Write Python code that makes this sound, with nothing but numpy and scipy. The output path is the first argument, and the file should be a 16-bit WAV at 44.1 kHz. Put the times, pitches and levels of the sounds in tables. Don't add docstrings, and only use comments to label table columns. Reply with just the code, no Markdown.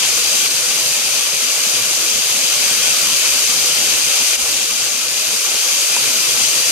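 import sys
import numpy as np
from scipy import signal
from scipy.fft import rfft, irfft, next_fast_len
from scipy.io import wavfile
from scipy.ndimage import uniform_filter1d

SR = 44100
rng = np.random.default_rng(int(sys.argv[2]) if len(sys.argv) > 2 else 0)


def pcm_store(signal):
    levels = np.round(np.clip(np.atleast_2d(signal), -1, 1) * 32767)
    wavfile.write(sys.argv[1], SR, levels.astype(np.int16).T)


N = 295911

# (time [s], dip [dB], sag [dB])
LEVEL_DIPS = [(0.486, 2.5, 1.96), (4.37, 4.5, 2.5)]
DIP_S = 0.015


def spray(level_db=1.02, flutter_db=0.25, patchy_db=0.46, surge_s=0.046, surge_width=0.62):
    # (time [s], lift [dB])
    treble = [(0.4, 0.4), (0.8, 0.8), (4.2, 0), (4.5, 1.3), (4.75, 0), (5.2, 0.5), (6.2, 0.7)]
    # (time [s], centre [Hz], lift [dB])
    surges = [(0.03, 2750, 2), (0.37, 6000, 1.5), (0.71, 2750, 1), (1.21, 2750, 2), (1.48, 2750, 3),
              (1.78, 2750, 1.5), (2.22, 2750, 1), (2.51, 2750, 1.5), (2.88, 2750, 1.5), (3.25, 2750, 1.3),
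              (4.11, 2750, 0.8), (4.32, 2750, 1.4), (4.59, 2750, 1.7), (5.97, 2750, 0), (6.43, 6000, 2)]
    # (frequency [Hz], share [0-1])
    follows = [(200, 0.94), (500, 0.73), (2400, 1), (7000, 0.73), (11000, 0.96)]
    sound = pool_at_ports(droplets())
    hz, t, spectrum = signal.stft(sound / np.std(sound.mean(0)), SR, nperseg=512, noverlap=384)
    slow_db = slow_level_db(t)
    hiss_db = slow_db.mean() + curve_at(follows, hz)[:, None] * (slow_db - slow_db.mean())
    hiss_db += curve_at([(7000, 0), (11000, 1)], hz)[:, None] * np.interp(t, *np.transpose(treble))
    for s, centre, db in surges:
        band_db = resonance_db([(centre, surge_width * centre, db)], hz)[:, None]
        hiss_db += band_db * np.exp(-((t - s) / surge_s) ** 2)
    hiss_db += flutter_db * wander((1, len(t)), grain=(1, 12))
    hiss_db += patchy_db * wander(spectrum.shape[1:], grain=(24, 14))
    return signal.istft(spectrum * gain_of(level_db + hiss_db), nperseg=512, noverlap=384)[1][:, :N]


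def droplets(per_s=5000, spread_db=3.0, patter_share=0.27):
    sizes = gain_of(spread_db * np.minimum(rng.exponential(1, (2, N)), 5))
    patter = sizes * rng.choice([-1, 1], (2, N)) * (rng.random((2, N)) < per_s / SR)
    blur = rng.standard_normal((2, N))
    return np.sqrt(patter_share) * unit_rms(patter) + np.sqrt(1 - patter_share) * blur


def slow_level_db(t, recover_s=1.4):
    # (time [s], relative level [dB])
    drift = [(0.0, -18.5), (0.55, -17), (1.3, -18.5), (2.2, -18), (2.8, -17), (3.85, -17), (4.5, -17.5),
             (5.0, -19.5), (5.7, -17.5), (6.05, -17), (6.7, -17.5)]
    sag = sum(db * np.clip((t - s) / DIP_S + .5, 0, 1) * np.exp(-abs(t - s) / recover_s)
              for s, _, db in LEVEL_DIPS)
    return np.interp(t, *np.transpose(drift)) - sag


def pool_at_ports(streams, direct_lag_s=.00007, post_lag_s=.001315):
    # (frequency [Hz], relative level [dB])
    landing = [(50, -35), (85.0, -23.5), (115.0, -17.5), (175.0, -19), (230.0, -14.5), (420.0, -11),
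               (850.0, -11.5), (2000.0, -8), (2550.0, -3), (3100.0, -4), (4400.0, -3), (6500.0, -2),
               (8400.0, 0.3), (11300.0, -4.5), (14400.0, -8)]
    # (centre [Hz], width [Hz], lift [dB])
    pool_rings = [(118, 17, 5), (144.8, 9.5, 7), (213, 18, 5), (248, 12, 5.5), (351, 16, 2), (496, 57, 7),
                  (575, 20, 7), (643, 30, 6.5), (693, 26, -4), (774, 34, 3.5), (930, 130, -1),
                  (1156, 43, 3.5), (1465, 80, 2), (1700, 77, -1.5), (3450, 230, -2)]
    # (frequency [Hz], share [0-1])
    direct = [(70, 0.3), (120, 0.72), (500, 0.77), (1100, 0.53), (1700, 0.32), (2400, 1), (3300, 0.27),
              (4200, 0.17), (6200, 0), (9000, 0.15)]
    # (frequency [Hz], share [0-1])
    post = [(900, 0.05), (1700, 0), (3300, 0.19), (5300, 0.14), (6000, 0.04), (7500, 0.32), (11000, .02)]
    # (frequency [Hz], gain [dB])
    left_colour = [(100, 3.5), (600, -1.5), (1350, 2.5), (1850, -0.5), (2600, 6), (3700, 3), (5500, 0.5),
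                   (7000, 2.5), (8000, -6), (10300, -7.5), (11200, -30), (12100, -11), (13200, -23.5),
                   (14400, -28)]
    # (centre [Hz], width [Hz], lift [dB])
    left_rings = [(3280, 230, 3), (4790, 570, 6.5), (6164, 970, 7), (8700, 770, 2)]
    size = next_fast_len(N)
    hz = np.fft.rfftfreq(size, 1 / SR)
    right, unrelated = rfft(streams, size)
    shared = sum(curve_at(share, hz) * np.exp(-2j * np.pi * hz * lag)
                 for share, lag in [(direct, direct_lag_s), (post, post_lag_s)])
    left = shared * right + np.sqrt(np.clip(1 - abs(shared) ** 2, 0, 1)) * unrelated
    left *= gain_of(curve_at(left_colour, hz) + resonance_db(left_rings, hz))
    pool_colour = gain_of(curve_at(landing, hz) + resonance_db(pool_rings, hz))
    return irfft(np.array([left, right]) * pool_colour, size)[:, :N]


def churn(sound, burble_db=1.8):
    hz, _, spectrum = signal.stft(sound, SR, nperseg=2048, noverlap=1536)
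    depth_db = burble_db * curve_at([(300, 0.43), (800, 0.62), (1400, 0.94), (6000, 0.15)], hz)[:, None]
    gain = gain_of(depth_db * wander(spectrum.shape[1:], grain=(4, 5)))
    gain /= np.sqrt(np.mean(gain ** 2, axis=1, keepdims=True))
    return signal.istft(spectrum * gain, nperseg=2048, noverlap=1536)[1][:, :N]


def gate_bass(sound, knee_db=0.56, depth_db=24, low_cut_hz=92, passes=2):
    # (frequency [Hz], level against the running mean [dB])
    threshold = [(80, -1), (120, -2.5), (180, -1), (250, -3), (350, -3), (500, -9.5), (850, -4), (1300, -7),
                 (2200, -25)]
    # (time [s], length [s] whose sign has no effect)
    lulls = [(1.25, 0.07), (1.49, 0.16), (3.0, 0.04), (4.27, 0.27), (5.67, -0.6)]
    # (frequency [Hz], extra level [dB])
    lull_depth = [(140, 4.5), (250, 2.5), (450, 0.5)]
    for _ in range(passes):
        hz, t, spectrum = signal.stft(sound, SR, nperseg=2048, noverlap=1536)
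        power = abs(uniform_filter1d(abs(spectrum) ** 2, size=3, axis=1)) + 1e-20
        running_mean = abs(uniform_filter1d(power, size=24, axis=2)) + 1e-20
        swell_db = 10 * np.log10(power / running_mean)
        lull = sum(np.exp(-(2 * (t - s) / length) ** 4) for s, length in lulls)
        needed_db = curve_at(threshold, hz)[:, None] + curve_at(lull_depth, hz)[:, None] * lull
        gap = (1 - np.tanh((swell_db - needed_db) / knee_db)) / 2
        gated = spectrum * gain_of(-depth_db * gap)
        gated *= np.std(spectrum, axis=2, keepdims=True) / (np.std(gated, axis=2, keepdims=True) + 1e-20)
        sound = signal.istft(gated, nperseg=2048, noverlap=1536)[1][:, :N]
    return low_cut(sound, low_cut_hz, order=12)


def bubbles(count=260, level_db=-44, spread_db=2.5, low_hz=420, high_hz=1500, decay_cycles=12, rise=.03):
    out, t = np.zeros((2, N)), np.arange(SR // 12) / SR
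    for when, pitch, size, side in rng.random((count, 4)):
        cycles = low_hz * (high_hz / low_hz) ** pitch * t
        age = cycles / decay_cycles
        envelope = np.exp(-age) * (1 - np.exp(-cycles))
        ring = np.sin(2 * np.pi * cycles * (1 + rise * age / 2)) * envelope
        pan = np.sqrt([[.5 + side], [1.5 - side]])
        add(out, when * N / SR, gain_of(level_db + spread_db * (2 * size + 1)) * pan * ring)
    return out


def plop(lands_s=5.9663, low_cut_hz=550):
    # (frequency [Hz], level [dB], time to fall by 60 dB [s])
    modes = [(970, -14, 0.028), (1590, -17, 0.012)]
    out, t = np.zeros((2, N)), np.arange(SR // 10) / SR
    ring = sum(gain_of(db - 60 * t / t60) * np.sin(2 * np.pi * hz * t) for hz, db, t60 in modes)
    add(out, lands_s, low_cut(ring, low_cut_hz, order=2))
    return out


def puffs(length_s=0.053):
    # (time [s], peak [dB], swing [Hz], port [0 left, 1 right])
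    air_puffs = [(0.546, -49, 59, 0), (0.674, -43, 58, 0), (0.864, -46, 58, 1), (1.89, -45, 80, 1),
                 (2.151, -34, 68, 1), (3.083, -37, 80, 1), (3.332, -36, 59, 1), (3.369, -40, 36, 1),
                 (3.452, -36, 69, 1), (3.903, -39, 65, 1), (3.945, -36, 50, 1), (4.047, -35.5, 70, 1),
                 (4.385, -41, 72, 1), (4.434, -31, 52, 1), (4.485, -38, 85, 1), (4.532, -40, 58, 1),
                 (4.621, -42, 80, 1), (4.726, -39, 60, 1)]
    out, t = np.zeros((2, N)), np.arange(0, length_s, 1 / SR)
    for s, db, hz, port in air_puffs:
        swing = np.sin(2 * np.pi * (hz * t + rng.random())) * np.hanning(len(t))
        one_port = np.eye(2)[:, [round(port)]]
        add(out, s - length_s / 2, gain_of(db) * one_port * swing)
    return out


def gain_of(db):
    return 10 ** (np.asarray(db) / 20)


def unit_rms(x):
    return x / np.sqrt(np.mean(x ** 2) + 1e-20)


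def curve_at(points, hz):
    frequencies, values = np.transpose(points)
    return np.interp(np.log(hz + 1), np.log(frequencies + 1), values)


def resonance_db(rings, hz):
    return sum(db / (1 + (2 * (hz - centre) / width) ** 2) for centre, width, db in rings)


def low_cut(sound, hz, order):
    return signal.sosfilt(signal.butter(order, hz, "high", fs=SR, output="sos"), sound)


def wander(shape, grain):
    field = rng.standard_normal(shape)
    for axis, length in enumerate(grain):
        field = uniform_filter1d(field, length, axis, mode="wrap")
    return unit_rms(field)


def add(mix, s, sound):
    part = mix[:, max(round(s * SR), 0):][:, :sound.shape[-1]]
    part += sound[..., :part.shape[1]]


def scene():
    t = np.arange(N) / SR
    dip_db = sum(db * np.exp(-((t - s) / DIP_S) ** 2) for s, db, _ in LEVEL_DIPS)
    water = gate_bass(churn(spray()) + bubbles())
    return water * gain_of(-dip_db) + plop() + puffs()


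def record(dry):
    ceiling, edge_hz = .86, 14560
    rounded = dry / (1 + (dry / ceiling) ** 10) ** (1 / 10)
    taps = signal.firwin(1023, edge_hz, window=("kaiser", 9), fs=SR)
    return signal.oaconvolve(rounded, taps[None], "same", axes=1)


dry = scene()
out = record(dry)
pcm_store(out)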